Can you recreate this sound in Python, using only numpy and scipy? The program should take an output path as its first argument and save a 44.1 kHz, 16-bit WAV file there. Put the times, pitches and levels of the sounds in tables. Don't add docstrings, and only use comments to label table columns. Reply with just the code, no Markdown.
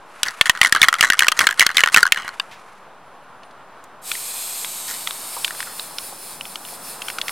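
import sys
import numpy as np
from scipy import signal
from scipy.fft import rfft, irfft, next_fast_len
from scipy.io import wavfile
from scipy.ndimage import uniform_filter1d

SR = 44100
rng = np.random.default_rng(int(sys.argv[2]) if len(sys.argv) > 2 else 0)


def wav_record(signal):
    frames = np.transpose(np.atleast_2d(signal))
    bounded = np.clip(frames, -1, 1)
    quanta = np.round(bounded * 32767).astype(np.int16)
    wavfile.write(sys.argv[1], SR, quanta)


N = 322371
TIME = np.arange(N) / SR
STEREO = np.array([[1], [-1]])

# start_s, peak_db, wall_hz, dome_hz, dome_db (against the wall),
# tick_db (against wall and dome), first_hop_s, chatter_gap_s, rebound_peak_db, skitter_db
OUT_STROKES = [(0.2315, 2, 1730, 3296, 3, 0.5, .0225, 0.0091, -12, -28.5),
               (0.4111, 11.5, 2185, 3297, 2, -20, .046, 0.0063, -3, -31),
               (0.6143, 12, 1910, 3093, -1, -11, 0.017, 0.015, 2, -24),
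               (0.8164, 11.5, 1794, 3510, 5.5, -7, 0.013, 0.007, 6, -27),
               (1.0088, 11, 2200, 2870, 7, -1, 0.018, 0.0093, 3, -20.5),
               (1.192, 10.5, 2060, 2950, 10.5, -4, 0.014, 0.014, 2, -29),
               (1.3911, 10, 1945, 2755, -2, -3.5, .014, 0.0054, 1, -23.5),
               (1.5953, 13, 1690, 3183, 4, 1.5, .0117, 0.0098, 5.5, -26),
               (1.7693, 10, 2130, 3140, 11, -3, 0.012, 0.013, 3, -25.5),
               (1.9442, 10, 2278, 2713, 5, -3, 0.018, 0.0098, 5.5, -22),
               (2.1214, 12.5, 2276, 2767, 4.5, -6.5, 0.024, 0.015, -11.5, -55.5)]
# start_s, peak_db, wall_hz, dome_hz,
# dome_db (against the wall), tick_db (against wall and dome), first_hop_s, chatter_gap_s, rebound_peak_db, skitter_db
BACK_STROKES = [(0.4959, 9.5, 1870, 2954, -4.5, -3, 0.055, 0.02, -14, -35),
                (0.7243, 9.1, 1860, 3430, -4.5, -1, 0.025, .0103, -1.5, -23.5),
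                (0.8845, 10.2, 1940, 3315, -6.5, -9, 0.043, 0.014, -1, -47),
                (1.101, 6.3, 1567, 2810, -6.5, -6.5, 0.021, 0.011, -2, -40),
                (1.2829, 8.1, 1660, 2940, 3.5, -4, .035, .003, -2.5, -57),
                (1.4694, 7.5, 1570, 2890, -5, -10, 0.02, 0.021, -4, -30),
                (1.6653, 7.2, 1590, 2960, -10.5, -4, .0258, 0.011, -6.5, -33.5),
                (1.8362, 9.3, 1847, 2745, -4.5, -20, .024, 0.014, -0.5, -38.5),
                (2.0296, 8.6, 1577, 4750, -11.5, -10.5, 0.024, 0.013, -3.5, -47)]
BASE_WALL_HZ, BASE_LOSS_DB, BASE_SKITTER_S = 1876, 1.24, .065
TOP_WALL_HZ, TOP_LOSS_DB, TOP_SKITTER_S = 1470, 2.2, .04
GAP_SHARE, REBOUND_DOME_HZ, REBOUND_DOME_DB, REBOUND_TICK_DB = .88, 2975, -12.5, -10.5
SLIDE_S, SLIDE_DB = 0.024, -3.5
# start_s, length_s, level_db, scrape_db (against the ring)
ROLLS_AND_RUSTLE = [(2.169, 0.091, -31, -18), (2.244, 0.1, -38, -22), (4.88, .093, -33.5, -2.5),
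                    (5.659, 0.078, -40.5, -16)]
# mode_hz, relative_db, t60_s
CAN_MODES = [(674, -19, 0.017), (1080, -0.5, 0.024), (1256, -6, 0.072), (1433, 1.5, 0.056),
             (1672, -5, 0.064), (1893, 2.5, 0.065), (2112, 0, 0.025), (2770, -20.5, 0.35),
             (2980, -15, 0.059), (3295, -11.5, 0.1), (4144, -8, 0.037), (4655, -21, 0.049),
             (5820, -21, 0.031), (6050, -20.5, 0.038), (7980, -28, 0.03), (9180, -37.5, .04),
             (11400, -30, 0.023)]
PAINT_T60_S, WET_CAN_T60_S = .07, .015
# frequency_hz, relative_db
DRY_TICK = [(600, -19), (2500, -1.5), (4800, 1), (9500, -5), (12500, -11), (16000, -22)]
# frequency_hz, relative_db
WET_TICK = [(600, -25), (1700, -9), (2600, -1.5), (3700, -6), (5200, -8), (9000, -12.5), (16000, -25)]
BEAM_DB_PER_OCTAVE = 7.5
# frequency_hz, relative_db
SCRAPE = [(100, -42), (500, -35.5), (2500, -8), (4500, 10.5), (10000, 6), (13000, -12), (16000, -21.5)]
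GRIT_DB = 5.5
# frequency_hz, relative_db
SPLASH = [(1000, -24), (2400, 4.5), (3200, 3), (5500, -7), (7500, -8), (11000, -17), (15000, -24)]
# start_s, peak_db, wall_hz, dome_hz,
# dome_db (against the wall)
KNOCKS = [(0.2834, -8, 1950, 4520, 1), (1.268, -6, 1420, 3060, -10), (1.443, -8.5, 1830, 3070, -12),
          (2.174, -10.5, 1540, 3050, -7), (2.279, -12, 1520, 3750, -13), (2.29, -16.5, 1430, 3060, -15),
          (2.3981, -6, 2650, 2900, 0.5), (4.1156, -8, 2390, 3330, -6), (4.152, -19, 2050, 3300, -23),
          (4.6462, -10.5, 1740, 3330, 10), (5.073, -7.5, 2540, 3250, 4.5), (5.108, -11.5, 1770, 3410, 5),
          (5.4457, -4, 2440, 3140, 17), (5.4785, -13.5, 1640, 2550, -4), (5.507, -15, 1720, 3280, -17),
          (5.549, -24, 1700, 3000, -15), (5.604, -11.5, 1653, 2450, -24), (5.6278, -17, 1807, 4200, -12),
          (5.7953, -14, 1140, 3920, 6), (5.984, -10.5, 2470, 3640, 9), (6.4095, -14, 1070, 2960, 8),
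          (6.4535, -19, 2060, 3100, 13), (6.5566, -13.5, 1320, 3320, 8), (6.65, -21.5, 2420, 2950, 7),
          (6.6862, -26, 2340, 3600, -3), (7.019, -16, 1100, 3130, 12), (7.0835, -13.5, 2360, 3030, -3),
          (7.1009, -13.5, 2140, 2660, -7), (7.1851, -11.5, 2210, 2610, -37), (7.214, -9.5, 2400, 3290, 16),
          (7.2819, -8, 2400, 3000, -2), (7.2932, -11.5, 2150, 4250, -6)]
KNOCK_TICK_DB, WET_TICK_DB = -14, -10.5

# time_s, level_db
SLOSH_LEVEL = [(0, -61), (.2, -42), (.6, -39.5), (1.8, -44), (2.3, -46), (2.42, -46.5), (2.78, -53.5),
               (3.0, -87.5)]
# frequency_hz, relative_db
SLOSH_COLOUR = [(200, -31), (750, -5.5), (1250, 5.5), (1900, -0.5), (2500, -3), (3300, -9.5), (6000, -14),
                (11000, -15.5), (15000, -36.5)]
CHURN_DB = 2.2
# start_s, level_db (before decay), centre_hz,
# fall_db (two octaves below and one above the centre), t60_s
CAP_TICKS = [(2.51, -37, 2400, 9.5, 0.25), (3.432, -40.5, 3020, 14, .043), (3.509, -48.5, 4060, 14, 0.038),
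             (3.84, -40, 7550, 12, 0.024), (5.366, -26, 1000, 43, 0.084), (6.125, -29.5, 810, 38, 0.058),
             (6.725, -31, 770, 41, 0.049)]

# time_s, level_db, aim (0 middle, 1 edge)
JET = [(4.02, -32, 0.23), (4.2, -30, 0.31), (4.55, -31.5, 0.18), (4.8, -30.5, 0.044), (4.98, -35, .3),
       (5.35, -32.5, 0.58), (5.7, -35, 0.71), (5.98, -38.5, 0.9), (6.5, -41, .95), (6.85, -38.5, 0.78),
       (7.31, -39, 1)]
# frequency_hz (before the hump moves), relative_db
HISS_MIDDLE = [(700, -31), (2100, -13), (3400, -13), (3800, -9), (4400, -9), (5250, -12.5), (5750, -12.5),
               (6800, -13.5), (8500, -9.5), (10000, -15.5), (10900, -14.5), (12100, -11), (14000, -20),
               (16000, -27)]
# frequency_hz (before the hump moves), relative_db
HISS_EDGE = [(700, -48), (1920, -7.5), (3260, -12), (4320, -6), (5180, -5), (6200, -11), (7500, -8.5),
             (9100, -2.5), (10200, 3), (11200, -7), (12050, -7.5), (13450, -4), (16000, -7)]
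MIDDLE_HZ, EDGE_HZ = 8700, 8840
# centre_hz, width_hz, gain_db
HISS_RIPPLE = [(2660, 300, 3), (2950, 190, 0.5), (3440, 150, 5), (5370, 180, 4.5), (5730, 290, -3.5),
               (11400, 410, -2)]
STRIKE_MIDDLE_DB, STRIKE_EDGE_DB = -7.5, -0.65
COMB_DEPTH = .25
# frequency_hz, relative_db
SCATTER = [(2500, -56), (4000, -30), (5600, -1.5), (8000, -13.5), (10500, 0), (13500, -6), (16000, -3.5)]
SCATTER_DB = -46
VALVE_OPEN_S, VALVE_RISE_S = 4.013, .06
JET_FLUTTER_DB, HAND_TREMOR_DB = .25, 1
PASSES = [5.4, 5.6, 5.8, 6.04, 6.26, 6.49, 6.73, 6.9, 7.11, 7.31]
PASS_SWELL_DB, PASS_BEND, PASS_LEAD_S, PASS_GROW_S = 3, 0.047, 0.04, 1

# time_s, pitch_hz, level_db
WHISTLE = [(2.98, 11000, -100), (3.06, 11150, -70.5), (3.35, 10900, -72), (3.42, 9540, -71),
           (3.52, 9500, -68), (3.58, 9300, -100)]
# frequency_hz, relative_db
WASH = [(30, -27.5), (80, -15.5), (160, -9.5), (300, -9), (500, -4.5), (780, 0), (1050, 1), (1500, -4),
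        (2050, -13), (2800, -16.5), (3600, -20), (6500, -32.5), (11000, -34), (15000, -46)]
# frequency_hz, relative_db
WASH_SIDE = [(30, 5), (200, -10.5), (400, -8.5), (800, 2), (1300, -8.5), (3000, -11), (9000, -2.5),
             (15000, -28)]
# frequency_hz, relative_db
MURMUR = [(40, -24), (100, -10.5), (180, -1.5), (400, -7), (800, -3.5), (1500, -39.5)]
# time_s, wash_db, murmur_db
WASH_LEVEL = [(0, -45.5, -76), (3.0, -45, -57.5), (5.4, -41, -54.5), (6.45, -44, -47.5),
              (7.31, -38.5, -52.5)]
WASH_SWAY_DB = .6
TOP_HZ = 15850


def ball_and_rustle():
    out = strokes(OUT_STROKES, BASE_WALL_HZ, BASE_LOSS_DB, BASE_SKITTER_S, scrape_db=-10)
    out += strokes(BACK_STROKES, TOP_WALL_HZ, TOP_LOSS_DB, TOP_SKITTER_S, scrape_db=-24.5)
    for start_s, *_, skitter_db in OUT_STROKES[3:-1]:
        slide = skitter(SLIDE_S, scrape_db=-11.5, drop_db=1)
        add(out, start_s - SLIDE_S, undb(skitter_db + SLIDE_DB) * slide)
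    for start_s, length_s, level_db, scrape_db in ROLLS_AND_RUSTLE:
        add(out, start_s, undb(level_db) * skitter(length_s, scrape_db))
    return out


def strokes(table, rebound_hz, loss_db, skitter_s, scrape_db, splash_db=-21.0, splash_limit_db=-15,
            detune=0.087, scatter_db=2, gap_scatter=0.097, count=4):
    out = np.zeros((2, N))
    for (start_s, peak_db, wall_hz, dome_hz, dome_db, tick_db,
         hop_s, gap_s, rebound_db, skitter_db) in table:
        add(out, start_s, undb(peak_db) * blow(wall_hz, dome_hz, dome_db, tick_db, DRY_TICK))
        thrown_db = min(peak_db + dome_db + splash_db, splash_limit_db)
        add(out, start_s, undb(thrown_db) * splash())
        lands_s = start_s + hop_s
        add(out, lands_s, undb(skitter_db) * skitter(skitter_s, scrape_db))
        for k, (pitch, strength, angle, flight) in enumerate(rng.standard_normal((count, 4))):
            glance_db = 3 * angle
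            rebound = blow(rebound_hz * (1 + detune * pitch), REBOUND_DOME_HZ,
                           REBOUND_DOME_DB + glance_db, REBOUND_TICK_DB + glance_db, DRY_TICK,
                           wall_t60=0.015, can_db=-5.5, can_t60=0.042, tick_t60=0.0058)
            level_db = rebound_db - k ** 2 * loss_db + scatter_db * strength
            add(out, lands_s, undb(level_db) * rebound)
            lands_s += gap_s * GAP_SHARE ** k * np.exp(gap_scatter * flight)
    return out


def blow(wall_hz, dome_hz, dome_db, tick_db, tick_colour, wall_t60=0.012, dome_t60=0.012, tick_t60=0.0093,
         can_db=-5, can_t60=0.055, clink_db=-9, contact_s=0.00067, tick_rise_s=0.00034, tick_width=0.31,
         dome_width=0.071):
    t = TIME[:2048]
    beamed = [(hz, db + BEAM_DB_PER_OCTAVE * np.log2(hz)) for hz, db in tick_colour]
    contact = noise(tick_colour, size=len(t)) + STEREO * tick_width * noise(beamed, size=len(t))
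    clink = cluster(t, 8600, 0.0022, spread=0.16, neighbours_db=11.5)
    tick = unit(contact * fade(t, tick_t60)) + undb(clink_db) * clink

    can = unit(can_ring(t) * fade(t, can_t60))
    wall = unit(cluster(t, wall_hz, wall_t60) + undb(can_db) * can)
    dome, dome_side = (cluster(t, dome_hz, dome_t60, spread=0.151, neighbours_db=2.0, count=12)
                       for _ in range(2))
    body = unit(wall + undb(dome_db) * (dome + STEREO * dome_width * dome_side))

    hit = body * (1 - np.exp(-t / contact_s))
    hit = hit + undb(tick_db) * tick * (1 - np.exp(-t / tick_rise_s))
    return -hit / np.abs(hit).max()


def can_ring(t, detune=0.033, spread_db=8.0, width=0.5):
    hz, db, t60 = np.transpose(CAN_MODES)[:, :, None]
    shift, weight, sign, side = rng.standard_normal((4, len(CAN_MODES), 1))
    gain = np.sign(sign) * undb(db + spread_db * weight)
    modes = gain * ring(t, hz * (1 + detune * shift), t60)
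    beaming = np.minimum(hz / 4000, 1) ** 2
    return modes.sum(0) + STEREO * width * (modes * side * beaming).sum(0)


def cluster(t, hz, t60, spread=0.062, neighbours_db=-8, count=6):
    shift, weight = rng.standard_normal((2, count, 1))
    neighbours = (weight * ring(t, hz * np.exp(spread * shift), t60)).sum(0)
    return unit(unit(ring(t, hz, t60)) + undb(neighbours_db) * unit(neighbours))


def skitter(length_s, scrape_db, drop_db=11, rate=700, spread_db=4, count=8):
    t, size = TIME[:2048], int(length_s * SR)
    bounces = int(length_s * rate / count) + 1
    run = 0
    for _ in range(count):
        scrape = unit(noise(SCRAPE, size=len(t)) * fade(t, 0.0061))
        spot_ring = unit(can_ring(t, detune=0.022, width=.25) * fade(t, PAINT_T60_S))
        spot = spot_ring + undb(scrape_db + GRIT_DB * rng.standard_normal()) * scrape
        place = (np.arange(bounces) + rng.random(bounces)) / bounces
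        pushes = np.zeros((1, size))
        pushes[0, (place * size).astype(int)] = undb(spread_db * rng.standard_normal(bounces) - drop_db * place)
        run = run + signal.fftconvolve(spot, pushes, axes=1)
    return run / np.sqrt(np.sum(run ** 2) / (2 * size))


def splash(t60=0.049, rise_s=0.0046, width=.4):
    t = TIME[:4096]
    spatter = noise(SPLASH, size=len(t)) + STEREO * width * noise(SPLASH, size=len(t))
    return spatter * fade(t, t60) * (1 - np.exp(-t / rise_s))


def knocks():
    out = np.zeros((2, N))
    for start_s, peak_db, wall_hz, dome_hz, dome_db in KNOCKS:
        if start_s < VALVE_OPEN_S:
            knock = blow(wall_hz, dome_hz, dome_db, KNOCK_TICK_DB, DRY_TICK)
        else:
            knock = blow(wall_hz, dome_hz, dome_db, WET_TICK_DB, WET_TICK, wall_t60=0.0057, dome_t60=0.0078,
                         tick_t60=0.023, can_db=-2.5, can_t60=WET_CAN_T60_S, clink_db=-40,
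                         contact_s=0.00097, tick_width=0.062)
        add(out, start_s, undb(peak_db) * knock)
    return out


def surroundings(x, t60=0.15, wet_db=-27):
    t = TIME[:16384]
    points = [(200, -7.5), (1500, 2.5), (5000, -28), (15000, 6.0)]  # frequency_hz, relative_db
    tail = np.array([noise(points, size=len(t)) for _ in range(2)])
    tail = tail * fade(t, t60) * (1 - fade(t, 0.033))
    tail = (tail[0] + STEREO * .4 * tail[1]) / np.sqrt(np.sum(tail[0] ** 2))
    return x + undb(wet_db) * signal.fftconvolve(x, tail, axes=1)[:, :N]


def slosh(width=.13):
    churn = undb(curve(SLOSH_LEVEL) + CHURN_DB * walk(130))
    return churn * (noise(SLOSH_COLOUR) + STEREO * width * noise(SLOSH_COLOUR))


def cap(rise_share=0.013):
    out, t = np.zeros(N), TIME[:8192]
    for start_s, level_db, hz, fall_db, t60 in CAP_TICKS:
        band = [(hz / 4, -fall_db), (hz, 0), (hz * 2, -fall_db), (hz * 6, -3 * fall_db)]
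        tap = noise(band, size=len(t)) * fade(t, t60) * (1 - np.exp(-t / (rise_share * t60)))
        add(out, start_s, undb(level_db) * tap)
    return out


def spray(echo_s=0.00123, comb_drift=0.042, size=512):
    hz, t, frames = signal.stft(rng.standard_normal(N), SR, nperseg=size)
    hz, aim = hz[:, None], curve(JET, t, axis=2)
    hump_hz = (MIDDLE_HZ + aim * (EDGE_HZ - MIDDLE_HZ)) * (1 + PASS_BEND * wrist(t + PASS_LEAD_S))
    middle_db = (1.5 - aim) * colour(HISS_MIDDLE, hz * MIDDLE_HZ / hump_hz)
    edge_db = aim * colour(HISS_EDGE, hz * EDGE_HZ / hump_hz)
    shape = undb(middle_db + edge_db)

    lag_s = echo_s * MIDDLE_HZ / hump_hz * (1 + comb_drift * np.interp(t, TIME, walk(4)))
    shape = shape * np.abs(1 + COMB_DEPTH * np.exp(-2j * np.pi * hz * lag_s))
    ripple_db = sum(db * np.exp(-((hz - centre) / width) ** 2) for centre, width, db in HISS_RIPPLE)
    shape = shape * undb(ripple_db)
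    treble = (hz > 7000) & (hz < 15000)
    shape = shape / np.sqrt(np.mean(treble * shape ** 2, axis=0))
    strike_db = STRIKE_MIDDLE_DB + aim * (STRIKE_EDGE_DB - STRIKE_MIDDLE_DB)
    strike_db = strike_db * np.interp(hz, [5500, 6800], [1, 0])

    jet = signal.istft(frames * shape * undb(strike_db), SR, nperseg=size)[1][:N]
    jet = jet * undb(curve(JET) + PASS_SWELL_DB * wrist(TIME))
    scattered = STEREO * noise(SCATTER) * undb(SCATTER_DB)
    valve = np.clip((TIME - VALVE_OPEN_S) / VALVE_RISE_S, 0, 1)
    waver = undb(JET_FLUTTER_DB * walk(60) + HAND_TREMOR_DB * walk(16))
    return valve * waver * (jet + scattered)


def wrist(t):
    turns = np.interp(t, PASSES, np.arange(len(PASSES)))
    return np.clip((t - PASSES[0]) / PASS_GROW_S, 0, 1) * np.cos(2 * np.pi * turns)


def whistle():
    hz = curve(WHISTLE) * (1 + .015 * walk(40) + .012 * walk(600))
    return np.sin(2 * np.pi * np.cumsum(hz) / SR) * undb(curve(WHISTLE, axis=2) + 5 * walk(36))


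def wash(side_db=-20):
    murmur = noise(MURMUR) * undb(curve(WASH_LEVEL, axis=2))
    distant = noise(WASH) + STEREO * undb(side_db) * noise(WASH_SIDE)
    return distant * undb(curve(WASH_LEVEL) + WASH_SWAY_DB * walk(19)) + murmur


def undb(db):
    return 10 ** (np.asarray(db) / 20)


def unit(x):
    return x / np.sqrt(np.mean(x ** 2))


def curve(rows, t=TIME, axis=1):
    rows = np.array(rows)
    return np.interp(t, rows[:, 0], rows[:, axis])


def colour(points, hz):
    points = np.array(points)
    return np.interp(np.log(hz + 1), np.log(points[:, 0]), points[:, 1])


def noise(points, size=N):
    n = next_fast_len(size, real=True)
    spectrum = rfft(rng.standard_normal(n)) * undb(colour(points, np.fft.rfftfreq(n, 1 / SR)))
    return unit(irfft(spectrum, n)[:size])


def walk(rate):
    k = int(SR / rate)
    steps = np.repeat(rng.standard_normal(N // k + 1), k)
    return unit(uniform_filter1d(uniform_filter1d(steps, k), k)[:N])


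def add(out, start_s, sound):
    i = int(start_s * SR)
    out[..., i:i + sound.shape[-1]] += sound[..., :N - i]


def fade(t, t60):
    return np.exp(-np.log(1000) * t / t60)


def ring(t, hz, t60):
    return np.sin(2 * np.pi * hz * t) * fade(t, t60)


def scene(left_db=0.55):
    rattle = surroundings(ball_and_rustle() + knocks()) * undb(STEREO * left_db / 2)
    return rattle + slosh() + cap() + spray() + whistle() + wash()


def record(dry):
    clipped = np.clip(dry, -1, 1) - .003
    return signal.sosfilt(signal.ellip(8, .2, 70, TOP_HZ, fs=SR, output="sos"), clipped)


dry = scene()
out = record(dry)
wav_record(out)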